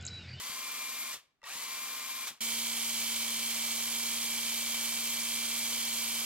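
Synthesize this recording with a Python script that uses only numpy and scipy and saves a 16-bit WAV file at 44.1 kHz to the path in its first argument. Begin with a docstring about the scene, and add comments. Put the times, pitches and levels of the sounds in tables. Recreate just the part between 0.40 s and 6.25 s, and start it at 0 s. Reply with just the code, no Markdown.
"""A small, cluttered workshop, a stereo pair of microphones at the bench. A cordless impact wrench spins
without load: two trigger pulls side-on, with some room around them, then an abrupt change to a steady,
dry run with its nose close to the microphones. The brushed motor whines, the planetary gears mesh and
rasp, and the brake stops them with a clash at each release. Faint room tone lies underneath."""
import sys
import numpy as np
from scipy import signal
from scipy.fft import rfft, irfft
from scipy.io import wavfile
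from scipy.ndimage import uniform_filter1d

SR = 44100
rng = np.random.default_rng(int(sys.argv[2]) if len(sys.argv) > 2 else 0)


def waveform_to_disk(signal):
    """Save audio, clipped to [-1, 1], as 16-bit WAV at the path in sys.argv[1]."""
    frames = np.transpose(np.atleast_2d(signal))
    scaled = np.clip(frames, -1, 1) * 32767
    samples = np.round(scaled).astype(np.int16)
    wavfile.write(sys.argv[1], SR, samples)


N = 257978
TIME, HZ = np.arange(N) / SR, np.fft.rfftfreq(N, 1 / SR)
FREE_TURNS_PER_S, GEAR_RATIO, PLANETS = 236.9, 11.4, 3

# Whine lines: order (multiple of motor speed), relative level side-on/dB, relative level nose-on/dB.
# Order 1 is rotor unbalance, multiples of 10 the commutator, of 4.474 the gear mesh (planet sidebands).
WHINE_LINES = [(.263, -90, -68), (.61, -100, -79), (.912, -98, -73), (1, -70, -52.3), (1.088, -75, -71),
               (2, -76, -71), (2.632, -73, -67.5), (3, -74, -72), (4, -80, -69), (4.386, -68, -73),
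               (4.474, -63.5, -62), (5, -70, -73), (8.947, -59, -62.5), (9.21, -62, -59), (10, -57, -49.7),
               (10.263, -74, -59), (12.69, -80, -62), (13.158, -79, -61), (13.421, -69, -49.5),
               (13.684, -62, -54), (13.947, -58, -50), (14.947, -67, -57), (18.158, -68, -59),
               (18.421, -78, -54), (20, -62, -55), (27.15, -71, -59), (30, -57, -48.7), (35.58, -67, -59),
               (36.316, -74, -51), (36.579, -62, -55), (36.842, -70, -53), (37.31, -68, -59),
               (40, -62, -61), (50, -50, -55), (54.2, -57, -62), (54.737, -61, -46), (59.35, -57.5, -63)]


def amp(db):
    """Decibels to gain."""
    return 10 ** (np.asarray(db) / 20)


def unit_rms(x):
    """Scales to rms 1."""
    return x / np.sqrt(np.mean(x ** 2) + 1e-20)


def on_bins(points):
    """Spreads rows of f/Hz, value over every frequency bin."""
    f, value = np.transpose(points)
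    return np.interp(np.log(HZ + 1), np.log(f + 1), value)


def wander(per_s):
    """Smooth random drift of rms 1 that changes about per_s times a second."""
    hz = np.fft.rfftfreq(4096, N / SR / 4096)
    slow = irfft(rfft(rng.standard_normal(4096)) / (1 + (hz / per_s) ** 2))
    return unit_rms(np.interp(TIME, np.linspace(0, N / SR, len(slow)), slow))


def coloured(pair, spectrum):
    """Gives two unrelated white signals a spectrum and the likeness of the two microphones."""
    # How alike the microphones hear noise: f/Hz, left-right correlation
    likeness = [(30, 0.3), (300, 0.46), (1000, 0.92), (2300, 1), (3300, 0.82), (5000, 0.57), (8000, 0.28),
                (12500, 0.35), (15500, 0.28)]
    left, other = rfft(pair)
    same = np.clip(on_bins(likeness), 0, 1)
    right = same * left + np.sqrt(1 - same ** 2) * other
    return irfft(np.array([left, right]) * amp(on_bins(spectrum)), N) * np.sqrt(SR / 2)


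def panned(pair, balance):
    """The tool lies nearer one microphone or the other: each frequency leans left or right."""
    half_db = on_bins(balance) / 2
    return irfft(rfft(pair) * amp([half_db, -half_db]), N)


def trigger_pulls(spin_up_s=.052, drag=.022, drag_s=.22, jolt_s=.018, stall_db=22):
    """Motor turns per second and gear gain: torque falls as speed climbs, then the brake bites."""
    # Trigger pulls: pressed t/s, released t/s, brake time constant/s, gear clash/dB
    pulls = [(-.135, .727, .089, 6), (1.032, 1.865, .11, 8)]
    state = np.zeros((2, N))
    for pressed, released, brake_s, clash_db in pulls:
        driven_s = np.clip(TIME - pressed, 0, released - pressed)
        braked_s = np.maximum(TIME - released, 0)
        torque = np.exp(-driven_s / spin_up_s)
        grease = 1 - drag * np.exp(-driven_s / drag_s)  # stiff at first, then easing
        pace = (1 - torque) * grease * np.exp(-braked_s / brake_s)
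        jolt = braked_s / jolt_s * np.exp(1 - braked_s / jolt_s)
        gain = pace ** 2.16 * amp(stall_db * torque + clash_db * jolt)
        state = np.where(TIME >= pressed, (FREE_TURNS_PER_S * pace, gain), state)
    return state


def whine(speed, levels_db, flutter_turns, rough, rough_per_s, scatter):
    """Lines locked to the shaft; torsional flutter and uneven tooth contact blur the high ones most."""
    turns = np.cumsum(speed) / SR + flutter_turns * wander(23)
    out = np.zeros((2, N))
    for (order, *_), db in zip(WHINE_LINES, levels_db):
        height = order / (order + 12)
        contact = 1 + rough * height * (wander(rough_per_s) + 1j * wander(rough_per_s))
        tone = contact * np.exp(2j * np.pi * (order * turns + rng.random()))
        # bench reflections shift the short waves differently at each microphone
        shift = np.exp(1j * scatter * height ** 2 * np.cos(2 * np.pi * rng.random()))
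        # lines near order 9.3 sing first; those further off need more speed
        swell = (speed / speed.max()) ** abs(2.3 * np.log(order / 9.3))
        out += amp(db) * swell * unit_rms(np.array([tone * shift, tone / shift]).real)
    return out


def housing(x):
    """The side panels sing as a line glides through their resonances."""
    # Panel resonances: f/Hz, width/Hz, gain/dB
    panels = [(1080, 160, 7.5), (2428, 81, 12.5), (2580, 220, 8), (3270, 130, -1), (4556, 230, 12.5),
              (11700, 380, 8), (14050, 250, 4)]
    gain = 1 + sum((amp(db) - 1) / (1 + (2 * (HZ - hz) / width) ** 2) for hz, width, db in panels)
    return irfft(rfft(x) * gain, N)


def rasp(speed, spectrum, repeat, throb, spark, grit):
    """The same tooth flaws come round with each turn of the carrier; brushes and fan add fresh hiss."""
    turns = np.cumsum(speed) / SR
    carrier = turns / GEAR_RATIO
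    flaws = signal.resample(rng.standard_normal((2, 2174)), 8 * 2174, axis=1)
    place = (carrier + .00077 * wander(11)) % 1
    teeth = np.array([np.interp(place, np.linspace(0, 1, len(row)), row) for row in flaws])
    tooth_share = np.clip(repeat * (speed / speed.max()) ** 4, 0, 1)
    noise = np.sqrt(tooth_share) * teeth + np.sqrt(1 - tooth_share) * rng.standard_normal((2, N))
    # the load rises as each planet passes, once a rotor turn, and in random little jolts
    planet_pass = throb * np.cos(2 * np.pi * PLANETS * carrier)
    load = planet_pass + spark * np.cos(2 * np.pi * turns) + grit * wander(240)
    return coloured(unit_rms(noise * np.exp(load)), spectrum)


def dulled(x, speed, corner_hz=4120):
    """Slow gears make less treble."""
    low = irfft(rfft(x) / (1 + (HZ / corner_hz) ** 2), N)
    return low + (x - low) * (speed / speed.max()) ** 1.1


def room_tone():
    """The quiet workshop: faint, steady noise, mostly bass."""
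    # Background spectrum: f/Hz, level/dB per Hz
    air = [(30, -112), (120, -113), (500, -117), (2000, -124), (8000, -136), (16000, -142)]
    return coloured(rng.standard_normal((2, N)), air)


def room(x, t60=.52, wet_db=-18.5, dull_hz=6500):
    """The small, cluttered workshop adds a short, dull tail."""
    t = np.arange(SR // 2) / SR
    tail = rng.standard_normal((2, len(t))) * amp(-60 * t / t60) * (t > .006)
    wet = signal.fftconvolve(x, tail / np.linalg.norm(tail[0]), axes=1)[:, :N]
    return x + amp(wet_db) * irfft(rfft(wet) / (1 + (HZ / dull_hz) ** 2) ** 2, N)


def knocks(tick_hz=5500, tick_t60=.025, rise_s=.00052):
    """Trigger, gear lash and hammer seating: each is a tick and a short ring of the housing."""
    # Knocks: t/s, level/dB, ring f/Hz, ring t60/s, share of bright tick
    hits = [(0.097, -50.5, 186.7, .08, .02), (0.744, -56, 280, 0.1, .05), (0.771, -61, 150, .06, .05),
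            (1.0168, -54, 1940, .4, 0.23), (1.0305, -44.5, 906, 0.054, 0.25),
            (1.039, -37, 3630, 0.037, .35), (1.041, -43, 1860, 0.53, .05), (1.156, -53, 200, 0.065, .02),
            (1.908, -55, 235, 0.15, .05)]
    out, t = np.zeros((2, N)), np.arange(SR // 4) / SR
    soften = signal.butter(2, tick_hz, fs=SR)
    for start, db, hz, t60, bright in hits:
        modes = sum(np.sin(2 * np.pi * hz * ratio * t) for ratio in (.62, 1, 1.02, 1.4)) / 3
        ring = modes * amp(-60 * t / t60) * (1 - np.exp(-t / rise_s))
        noise = unit_rms(signal.lfilter(*soften, rng.standard_normal((2, len(t)))))
        tick = noise * amp(-60 * t / tick_t60)
        out[:, round(start * SR):][:, :len(t)] += amp(db) * ((1 - bright) * ring + bright * tick)
    return out


def side_on(whine_db=-1.3, rasp_db=.1, slack_turns_per_s2=350, strain_db=6):
    """Flank to the microphones, two pulls: the motor winds up, holds its speed and is braked."""
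    # Gear and brush rasp from the side: f/Hz, relative level/dB per Hz
    spectrum = [(30, -108), (120, -105), (200, -100), (300, -93.5), (550, -91), (850, -87.5), (1120, -81),
                (1500, -85.5), (2400, -81), (3700, -80), (5000, -81.5), (7300, -80.5), (10000, -84.5),
                (14000, -86), (15800, -93)]
    # Stereo balance: f/Hz, left minus right/dB
    balance = [(60, 5), (110, -13), (200, 7.5), (380, 0), (700, 3), (1290, 0.5), (2380, 0), (4400, 1.0),
               (8120, 1.5), (15000, 3.5)]
    speed, gain = trigger_pulls()
    # the teeth sing harder driving the hammer up to speed; under the brake they go slack
    braking = np.maximum(-uniform_filter1d(np.gradient(speed) * SR, SR // 50), 0)
    singing = amp(strain_db * (1 - speed / FREE_TURNS_PER_S)) / (1 + (braking / slack_turns_per_s2) ** 2)
    levels_db = [side for _, side, _ in WHINE_LINES]
    lines = singing * whine(speed, levels_db, flutter_turns=.0022, rough=.9, rough_per_s=20.5, scatter=1)
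    gears = rasp(speed, spectrum, repeat=.17, throb=.022, spark=.029, grit=.085)
    tool = dulled(amp(whine_db) * housing(lines) + amp(rasp_db) * gears, speed)
    return panned(room(tool * gain + knocks()), balance)


def chatter(speed):
    """The planets scrape in beats and ring narrow resonances of the metal nose."""
    # Nose resonances: f/Hz, width/Hz, level/dB, beats per carrier turn, beat depth
    resonances = [(3243, 300, -50, 3, 2), (8440, 310, -45.5, 1, 0.58), (12530, 190, -58, 3, .7)]
    carrier = np.cumsum(speed) / SR / GEAR_RATIO
    out = np.zeros((2, N))
    for hz, width, db, beats, depth in resonances:
        white = coloured(rng.standard_normal((2, N)), [(0, 0), (SR / 2, 0)])
        ring = irfft(rfft(white) / (1 + (2 * (HZ - hz) / width) ** 2), N)
        scrape = np.exp(depth * np.cos(2 * np.pi * (beats * carrier + rng.random())))
        out += amp(db) * unit_rms(ring * scrape)
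    return out


def nose_on(sway_db=.17):
    """The gear case close to the microphones, running steadily at full speed."""
    # Motor speed: t/s, rotation f/Hz
    run = [(2.0, 229.5), (2.2, 230.9), (2.35, 230.2), (2.5, 230.7), (2.6, 229.5), (2.7, 229.2),
           (2.95, 230.1), (3.35, 230.1), (3.45, 231.4), (3.65, 231.8), (3.85, 231.1), (3.9, 231.7),
           (4.2, 230.9), (4.95, 231.5), (5.0, 232.4), (5.25, 231.7), (5.45, 230.2), (5.85, 230.6)]
    # Gear and brush rasp at the nose: f/Hz, level/dB per Hz
    spectrum = [(30, -100), (130, -98.5), (300, -90.5), (550, -87.5), (1050, -82.5), (1600, -84),
                (2400, -76.5), (3150, -76.5), (3700, -75.5), (4400, -75), (6500, -75), (8500, -76),
                (10500, -77.5), (13000, -78.5), (15800, -84)]
    # Stereo balance: f/Hz, left minus right/dB
    balance = [(60, 2), (110, -15), (200, -3.5), (380, -3), (700, -2.5), (1290, -4), (2380, 0),
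               (4400, -2.5), (8120, -2.0), (15000, 0.5)]
    speed = np.interp(TIME, *np.transpose(run))
    levels_db = [nose for _, _, nose in WHINE_LINES]
    lines = whine(speed, levels_db, flutter_turns=.004, rough=.55, rough_per_s=21, scatter=.2)
    gears = rasp(speed, spectrum, repeat=.32, throb=.025, spark=.041, grit=.12)
    tool = lines + gears + chatter(speed)
    return panned(tool * amp(sway_db * wander(15)), balance)


def scene(change_s=2.0065, fade_s=.002):
    """The side-on pulls give way at once to the close run, over room tone."""
    close = np.clip((TIME - change_s) / fade_s + .5, 0, 1)
    return (1 - close) * side_on() + close * nose_on() + room_tone()


def record(dry, lag_s=.000053, edge_hz=15900):
    """The sound reaches the left microphone a little later; a steep low-pass trims both channels."""
    left = irfft(rfft(dry[0]) * np.exp(-2j * np.pi * HZ * lag_s), N)
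    low_pass = signal.firwin(511, edge_hz, window=("kaiser", 9), fs=SR)
    return signal.oaconvolve(np.array([left, dry[1]]), low_pass[None], "same", axes=1)


dry = scene()
out = record(dry)
waveform_to_disk(out)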